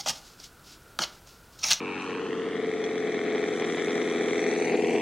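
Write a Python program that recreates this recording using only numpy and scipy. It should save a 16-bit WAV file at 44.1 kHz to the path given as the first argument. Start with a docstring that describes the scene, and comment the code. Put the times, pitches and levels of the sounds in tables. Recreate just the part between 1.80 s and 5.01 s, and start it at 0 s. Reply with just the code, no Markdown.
"""From the start, two small two-stroke engines of a model aircraft approach over a calm lake: each shaft
turn thumps a pipe, cracks and puffs noise, mostly firing every other turn; the cracks ring until about 0.3 s.
The water's mirrored copy lags under 1 ms, so notches slide through the sound; shore air and hiss lie below.
At 1.04 s an airframe rattle ticks once. The engines slow overall and grow unevenly louder and brighter."""
import sys
import numpy as np
from scipy import signal
from scipy.fft import rfft, irfft, next_fast_len
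from scipy.io import wavfile
from scipy.ndimage import uniform_filter1d, map_coordinates

SR = 44100
rng = np.random.default_rng(int(sys.argv[2]) if len(sys.argv) > 2 else 0)


def wrap_up_sound(samples):
    """Save the sound to the file named by the first command line argument, as 16-bit audio."""
    columns = np.atleast_2d(samples).T
    # keep every value between -1 and 1, then stretch to whole-number steps
    tamed = np.clip(columns, -1, 1)
    steps = np.round(tamed * 32767).astype(np.int16)
    wavfile.write(sys.argv[1], SR, steps)


N = 141561
TIME_S = np.arange(N) / SR


def undb(db):
    """Decibels to amplitude ratio."""
    return 10 ** (np.asarray(db) / 20)


def curve(table, axis):
    """A table column joined by straight lines in time."""
    rows = np.array(table, float)
    return np.interp(TIME_S, rows[:, 0], rows[:, axis])


def over_hz(table, size):
    """A (Hz, value) table interpolated over log frequency on the bins of a transform."""
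    rows = np.array(table, float)
    bins_hz = np.fft.rfftfreq(size, 1 / SR)
    return np.interp(np.log(bins_hz + 1), np.log(rows[:, 0] + 1), rows[:, 1])


def colour(x, table, spread_ms=0, size=8192):
    """Minimum-phase filter with the table's gain, lows later than highs by up to spread_ms; rms 1 out."""
    cepstrum = irfft(over_hz(table, size) * np.log(10) / 20)
    cepstrum[1:size // 2] *= 2  # fold to causal
    cepstrum[size // 2 + 1:] = 0
    lag_s = spread_ms / 1000 * np.exp(-np.fft.rfftfreq(size, 1 / SR) / 400)
    sweep = np.exp(-2j * np.pi * np.cumsum(lag_s) * SR / size)
    response = irfft(np.exp(rfft(cepstrum)) * sweep)[:size // 2]
    y = signal.fftconvolve(x, response)[:N]
    return y / np.std(y)


def clicks(places, gains):
    """Impulses at fractional sample places, each shared between two samples."""
    out, whole = np.zeros(N + 2), np.clip(places, 0, N).astype(int)
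    np.add.at(out, whole, gains * (1 - places % 1))
    np.add.at(out, whole + 1, gains * (places % 1))
    return out[:N]


# Shaft speed. Each row: time in seconds, first engine in turns per s, second engine in turns per s.
SHAFT_SPEED = [(0.0, 92.79, 93.25), (0.1, 92.34, 92.7), (0.2, 91.94, 92.42), (0.3, 93.6, 91.41),
               (0.4, 95.57, 89.6), (0.5, 95.94, 88.94), (0.6, 93.66, 89.21), (0.7, 94.11, 88.19),
               (0.8, 92.72, 88.18), (0.9, 91.2, 87.43), (1.0, 90.14, 87.02), (1.1, 90.85, 87.44),
               (1.2, 91.41, 85.94), (1.3, 88.95, 84.66), (1.4, 89.14, 82.67), (1.5, 88.56, 85.41),
               (1.6, 88.97, 84.24), (1.7, 88.19, 83.21), (1.8, 87.18, 80.43), (1.9, 87.2, 79.57),
               (2.0, 87.87, 81.5), (2.1, 88.05, 82.69), (2.2, 87.36, 83.53), (2.3, 86.33, 82.51),
               (2.4, 85.69, 80.91), (2.5, 86.83, 81.65), (2.6, 87.13, 83.55), (2.7, 86.29, 82.71),
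               (2.8, 85.94, 81.3), (2.9, 83.97, 81.04), (3.0, 84.54, 80.46), (3.1, 85.53, 79.56),
               (3.21, 85.29, 79.91)]
# Swaps of the firing turn. Each row: one engine's swap times in seconds.
FIRING_SWAPS_S = [
    [.26, .7, .88, 1.27, 1.9, 2.4, 2.68, 2.84, 3.1],
    [1.0, 1.6, 1.78, 2.06, 2.35, 2.58, 2.78, 3.1],
]
# Pairs below: first engine, second engine.
START_TURNS, PIPE_LAG_MS, LOPE_LAG_MS = [.46, .61], [0.38, 2.072], 0.66
IDLE_CRACK_DB, EVERY_TURN_CRACKS_UNTIL_S = [-7, -5], [0, .26]
MISS_SHARE, JITTER_TURNS = .03, .003  # share of turns with firing and idle exchanged; crack timing sd
THUMP_SD_DB, CRACK_SD_DB = 1.2, 1.0
CRACK_DECAY_MS, SNAP_DB = .6, 17  # SNAP_DB: gain of the clean click added to the noise burst
PUFF_DECAY_TURNS, PUFF_FLOOR = 0.36, 1


def engine(e):
    """Thump, lope, crack and rush drives of engine e; idle turns invert the lope and weaken crack and puff."""
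    turns = np.cumsum(curve(SHAFT_SPEED, axis=e + 1)) / SR + START_TURNS[e]
    k = np.arange(1, int(turns[-1]) + 1)
    timing, thump_chance, crack_chance = rng.standard_normal((len(k), 3)).T
    missed = rng.random(len(k)) < MISS_SHARE
    places = np.interp(k, turns, np.arange(N))
    swaps_so_far = np.searchsorted(FIRING_SWAPS_S[e], places / SR)
    idle = ((k + swaps_so_far) % 2 == 0) ^ missed

    piped = places + PIPE_LAG_MS[e] * SR / 1000
    push = undb(THUMP_SD_DB * thump_chance)
    thump = clicks(piped, push)
    lope = clicks(piped + LOPE_LAG_MS * SR / 1000, np.where(idle, -1, 1) * push)

    weakened = idle & (places >= EVERY_TURN_CRACKS_UNTIL_S[e] * SR)
    size = undb(IDLE_CRACK_DB[e] * weakened + CRACK_SD_DB * crack_chance)
    jitter = JITTER_TURNS * timing * np.gradient(places)  # samples
    snap = clicks(np.round(np.abs(places + jitter)), size)
    decay = np.exp(-np.arange(400) / (CRACK_DECAY_MS * SR / 1000))
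    burst = signal.fftconvolve(snap, decay)[:N] * rng.standard_normal(N)
    crack = burst + undb(SNAP_DB) * snap

    puff = np.r_[0, size][turns.astype(int)] * np.exp(-(turns % 1) / PUFF_DECAY_TURNS)
    rush = (PUFF_FLOOR + puff) * rng.standard_normal(N)
    return np.array([thump, lope, crack, rush])


# Exhaust pipes. Each row: frequency in Hz, first engine gain in dB, second engine gain in dB.
PIPE_GAINS = [(35, -55, -56.5), (60.6, -55, -58.5), (100, -36, -21.5), (160.5, -15.5, -20),
              (233.5, -15, -7), (346.3, -2.5, -11), (365.4, -7, -18.5), (428.2, 3, 5), (500, -6, -3),
              (580, -21, -23), (681, -12.5, -12.5), (1020, -19, -21.5), (1190, -21.5, -18),
              (1564, -63.5, -58.5), (2670, -120, -120)]
# Lope: the alternating part of the thump, added on firing turns and inverted on idle turns.
# Each row: frequency in Hz, gain in dB.
LOPE_GAINS = [(35, -85.5), (60, -78), (103, -29.5), (238, -7.5), (338, -3), (374, -4.5), (424, 1.5),
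              (595, -25.5), (666, -13), (970, -39), (1200, -24), (1560, -35.5), (2640, -120)]
PIPE_DB, PIPE_SPREAD_MS = [-4, -2], 2.81  # PIPE_DB: first, second engine
LOPE_DB, SECOND_LOPE_DB = -5, -5


def exhaust_thump(first, second):
    """Pipes resonate to every turn and delay lows; the lope sets firing and idle turns apart."""
    pipe = 0
    for e, drive in enumerate((first, second)):
        gains = np.array(PIPE_GAINS)[:, [0, e + 1]]
        pipe = pipe + undb(PIPE_DB[e]) * colour(drive[0], gains, spread_ms=PIPE_SPREAD_MS)
    lope_drive = first[1] + undb(SECOND_LOPE_DB) * second[1]
    return pipe + undb(LOPE_DB) * colour(lope_drive, LOPE_GAINS, spread_ms=PIPE_SPREAD_MS)


WHINE_HZ, WHINE_WIDTH_HZ, WHINE_DB, WHINE_HALF_S, WHINE_FADE_S = 2600, 130, 13, .33, .06


def early_whine(crack):
    """A narrow resonance rings to the cracks, then fades on a logistic curve."""
    ring = signal.lfilter(*signal.iirpeak(WHINE_HZ, WHINE_HZ / WHINE_WIDTH_HZ, fs=SR), crack)
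    return undb(WHINE_DB) * ring / (1 + np.exp((TIME_S - WHINE_HALF_S) / WHINE_FADE_S))


# Port opening. Each row: frequency in Hz, gain in dB.
CRACK_GAINS = [(290, -31), (500, 1.5), (600, -5.5), (680, -0.5), (950, -4), (1270, -18), (1560, -18.5),
               (1850, -9), (2300, -7), (2650, -20.5), (3000, -17.5), (3400, -14.5), (4300, -41.5),
               (5150, -32.5), (5900, -18.5), (6400, -40.5), (8800, -38), (11000, -45.5), (14300, -58)]
# Propellers and escaping gas. Each row: frequency in Hz, gain in dB.
RUSH_GAINS = [(470, -29), (800, 7), (1000, -3.5), (1300, -2.5), (1590, -10), (1930, -3), (2600, -3.5),
              (3000, -12), (3400, -11), (4400, -16.5), (5200, -31), (5900, -11.5), (6500, -20),
              (8700, -24.5), (11800, -49), (12800, -75), (16600, -105)]
CRACK_DB, RUSH_DB, SECOND_ENGINE_DB, TREBLE_HZ = -2.5, -3.5, 3, 5000


def crack_and_rush(first, second, treble_db):
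    """Port cracks and turn-pulsed noise of both engines, with treble gain moving in time."""
    crack_drive, rush_drive = first[2:] + undb(SECOND_ENGINE_DB) * second[2:]
    crack = undb(CRACK_DB) * colour(crack_drive, CRACK_GAINS)
    bright = crack + undb(RUSH_DB) * colour(rush_drive, RUSH_GAINS)
    high_pass = signal.butter(2, TREBLE_HZ, "high", fs=SR, output="sos")
    treble = signal.sosfiltfilt(high_pass, bright)
    return bright + (undb(treble_db) - 1) * treble + early_whine(crack)


# Approach. Each row: time in seconds, thump gain in dB, crack and rush gain in dB, extra treble gain in dB.
APPROACH_GAINS = [(0.0, -36.5, -40.5, -34), (0.23, -37, -38, -3.5), (0.44, -33.5, -38.5, -26),
                  (0.9, -34, -39.5, -4.5), (1.51, -32, -35.5, -6.5), (1.94, -32, -35, 2.5),
                  (2.28, -30.5, -34, -1), (2.89, -30, -35, 5), (2.92, -27.5, -35.5, 3),
                  (3.12, -29.5, -36.5, 4.5), (3.15, -26.5, -34, 2.5), (3.2, -30.5, -36, 0.5)]


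def aircraft():
    """Both engines, rising unevenly as they come near, plus the airframe tick."""
    first, second = engine(0), engine(1)
    thump = undb(curve(APPROACH_GAINS, axis=1)) * exhaust_thump(first, second)
    bright = crack_and_rush(first, second, treble_db=curve(APPROACH_GAINS, axis=3))
    return thump + undb(curve(APPROACH_GAINS, axis=2)) * bright + tick()


# Water path. Each row: time in seconds, lag of the mirrored sound in ms.
MIRROR_LAG = [(0, 0.74), (.3, 0.694), (.6, 0.61), (.9, 0.52), (1.6, 0.51), (2.0, 0.54), (2.3, 0.524),
              (2.5, 0.52), (2.8, 0.45), (3.21, 0.35)]
MIRROR_DB, MIRROR_LOW_PASS_HZ = -2.5, 6000


def over_water(plane):
    """Direct sound plus a duller mirrored copy whose moving lag slides the comb notches."""
    lagged_places = np.arange(N) - curve(MIRROR_LAG, axis=1) * SR / 1000
    late = map_coordinates(plane, [lagged_places], mode="mirror")
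    low_pass = signal.butter(1, MIRROR_LOW_PASS_HZ, fs=SR, output="sos")
    return plane + undb(MIRROR_DB) * signal.sosfilt(low_pass, late)


EDDY_MS, EDDY_RMS_RADIANS = 20, 3


def eddies(x):
    """Moving air scatters the sound: its phase wanders as smoothed noise."""
    k = int(EDDY_MS * SR / 1000)
    wander = uniform_filter1d(uniform_filter1d(rng.standard_normal(N), k), k)
    phase = EDDY_RMS_RADIANS * wander / np.std(wander)
    return np.real(signal.hilbert(x, next_fast_len(N))[:N] * np.exp(1j * phase))


# Microphone balance. Each row: frequency in Hz, left minus right in dB.
BALANCE = [(60, -1.0), (110, 0.0), (200, 0.5), (350, 2.0), (640, 1.5), (1160, 1.5), (2090, 2.0),
           (3770, 0.0), (6820, 4.0), (12300, -3.5)]
# Microphone phase. Each row: frequency in Hz, left lead in radians.
LEFT_LEAD = [(0, 0), (1890, 0.3), (2500, -0.6), (2930, 0.3), (3700, -0.1), (3960, 0.9), (4390, -0.2),
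             (4740, 0.3), (5250, 3.2), (7580, 5.4), (9040, 5.3), (10300, 6.5), (11500, 6.4), (12500, 3.8)]
# Sound scattered separately to each port. Each row: frequency in Hz, gain in dB.
SCATTER_GAINS = [(60, -8), (250, -24), (600, -17), (1200, -13), (2700, -12), (5000, -5), (8000, -7),
                 (12000, -2)]


def microphone_pair(plane, heard):
    """Left and right split level and phase evenly; each adds its own scattered sound."""
    def spectrum(x):
        return rfft(np.r_[x, x[::-1]])  # mirrored to avoid an edge

    left = undb(over_hz(BALANCE, 2 * N) / 2) * np.exp(1j * over_hz(LEFT_LEAD, 2 * N) / 2)
    scatter_gain = undb(over_hz(SCATTER_GAINS, 2 * N))
    ports = []
    for response in (left, 1 / left):
        scattered = spectrum(eddies(plane)) * scatter_gain
        ports.append(irfft(spectrum(heard) * response + scattered)[:N])
    return np.array(ports)


# Shore air. 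Each row: frequency in Hz, gain in dB.
AIR_GAINS = [(12, -74.5), (20, -52), (37, -42.5), (107, -6.5), (268, 5), (400, -14), (520, -40),
             (880, -120)]
AIR_DB, AIR_SIDE_GAIN = -46.5, 0.2


def shore_air():
    """Low noise, mostly common to both sides."""
    both, left, right = (colour(rng.standard_normal(N), AIR_GAINS) for _ in range(3))
    return undb(AIR_DB) * (both + AIR_SIDE_GAIN * np.array([left, right]))


# Microphone hiss. Each row: frequency in Hz, gain in dB.
HISS_GAINS = [(1000, -14), (4000, 12), (9000, 2.5), (13000, -19)]
HISS_DB = -57.5


def microphone_hiss():
    """Independent coloured noise in each microphone."""
    return undb(HISS_DB) * np.array([colour(rng.standard_normal(N), HISS_GAINS) for _ in range(2)])


# Airframe rattle modes. Each row: frequency in Hz, gain in dB.
RATTLE_MODES = [(3350, 6), (4200, -3), (5900, 7)]
TICK_S, TICK_DB, TICK_DECAY_S = 1.04, -42, 0.0059


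def tick():
    """One rattle: decaying sine modes of the airframe."""
    s = np.maximum(TIME_S - TICK_S, 0)
    modes = sum(undb(db) * np.sin(2 * np.pi * hz * s) for hz, db in RATTLE_MODES)
    return undb(TICK_DB) * np.exp(-s / TICK_DECAY_S) * modes


def scene():
    """Aircraft over water at the microphone pair, with shore air and hiss."""
    plane = aircraft()
    return microphone_pair(plane, over_water(plane)) + shore_air() + microphone_hiss()


LOW_CUT_HZ, TOP_HZ = 63, 12925


def record(dry):
    """First-order bass cut, then a steep elliptic top cut."""
    thin = signal.sosfilt(signal.butter(1, LOW_CUT_HZ, "high", fs=SR, output="sos"), dry)
    return signal.sosfilt(signal.ellip(8, .2, 70, TOP_HZ, fs=SR, output="sos"), thin)


dry = scene()
out = record(dry)
wrap_up_sound(out)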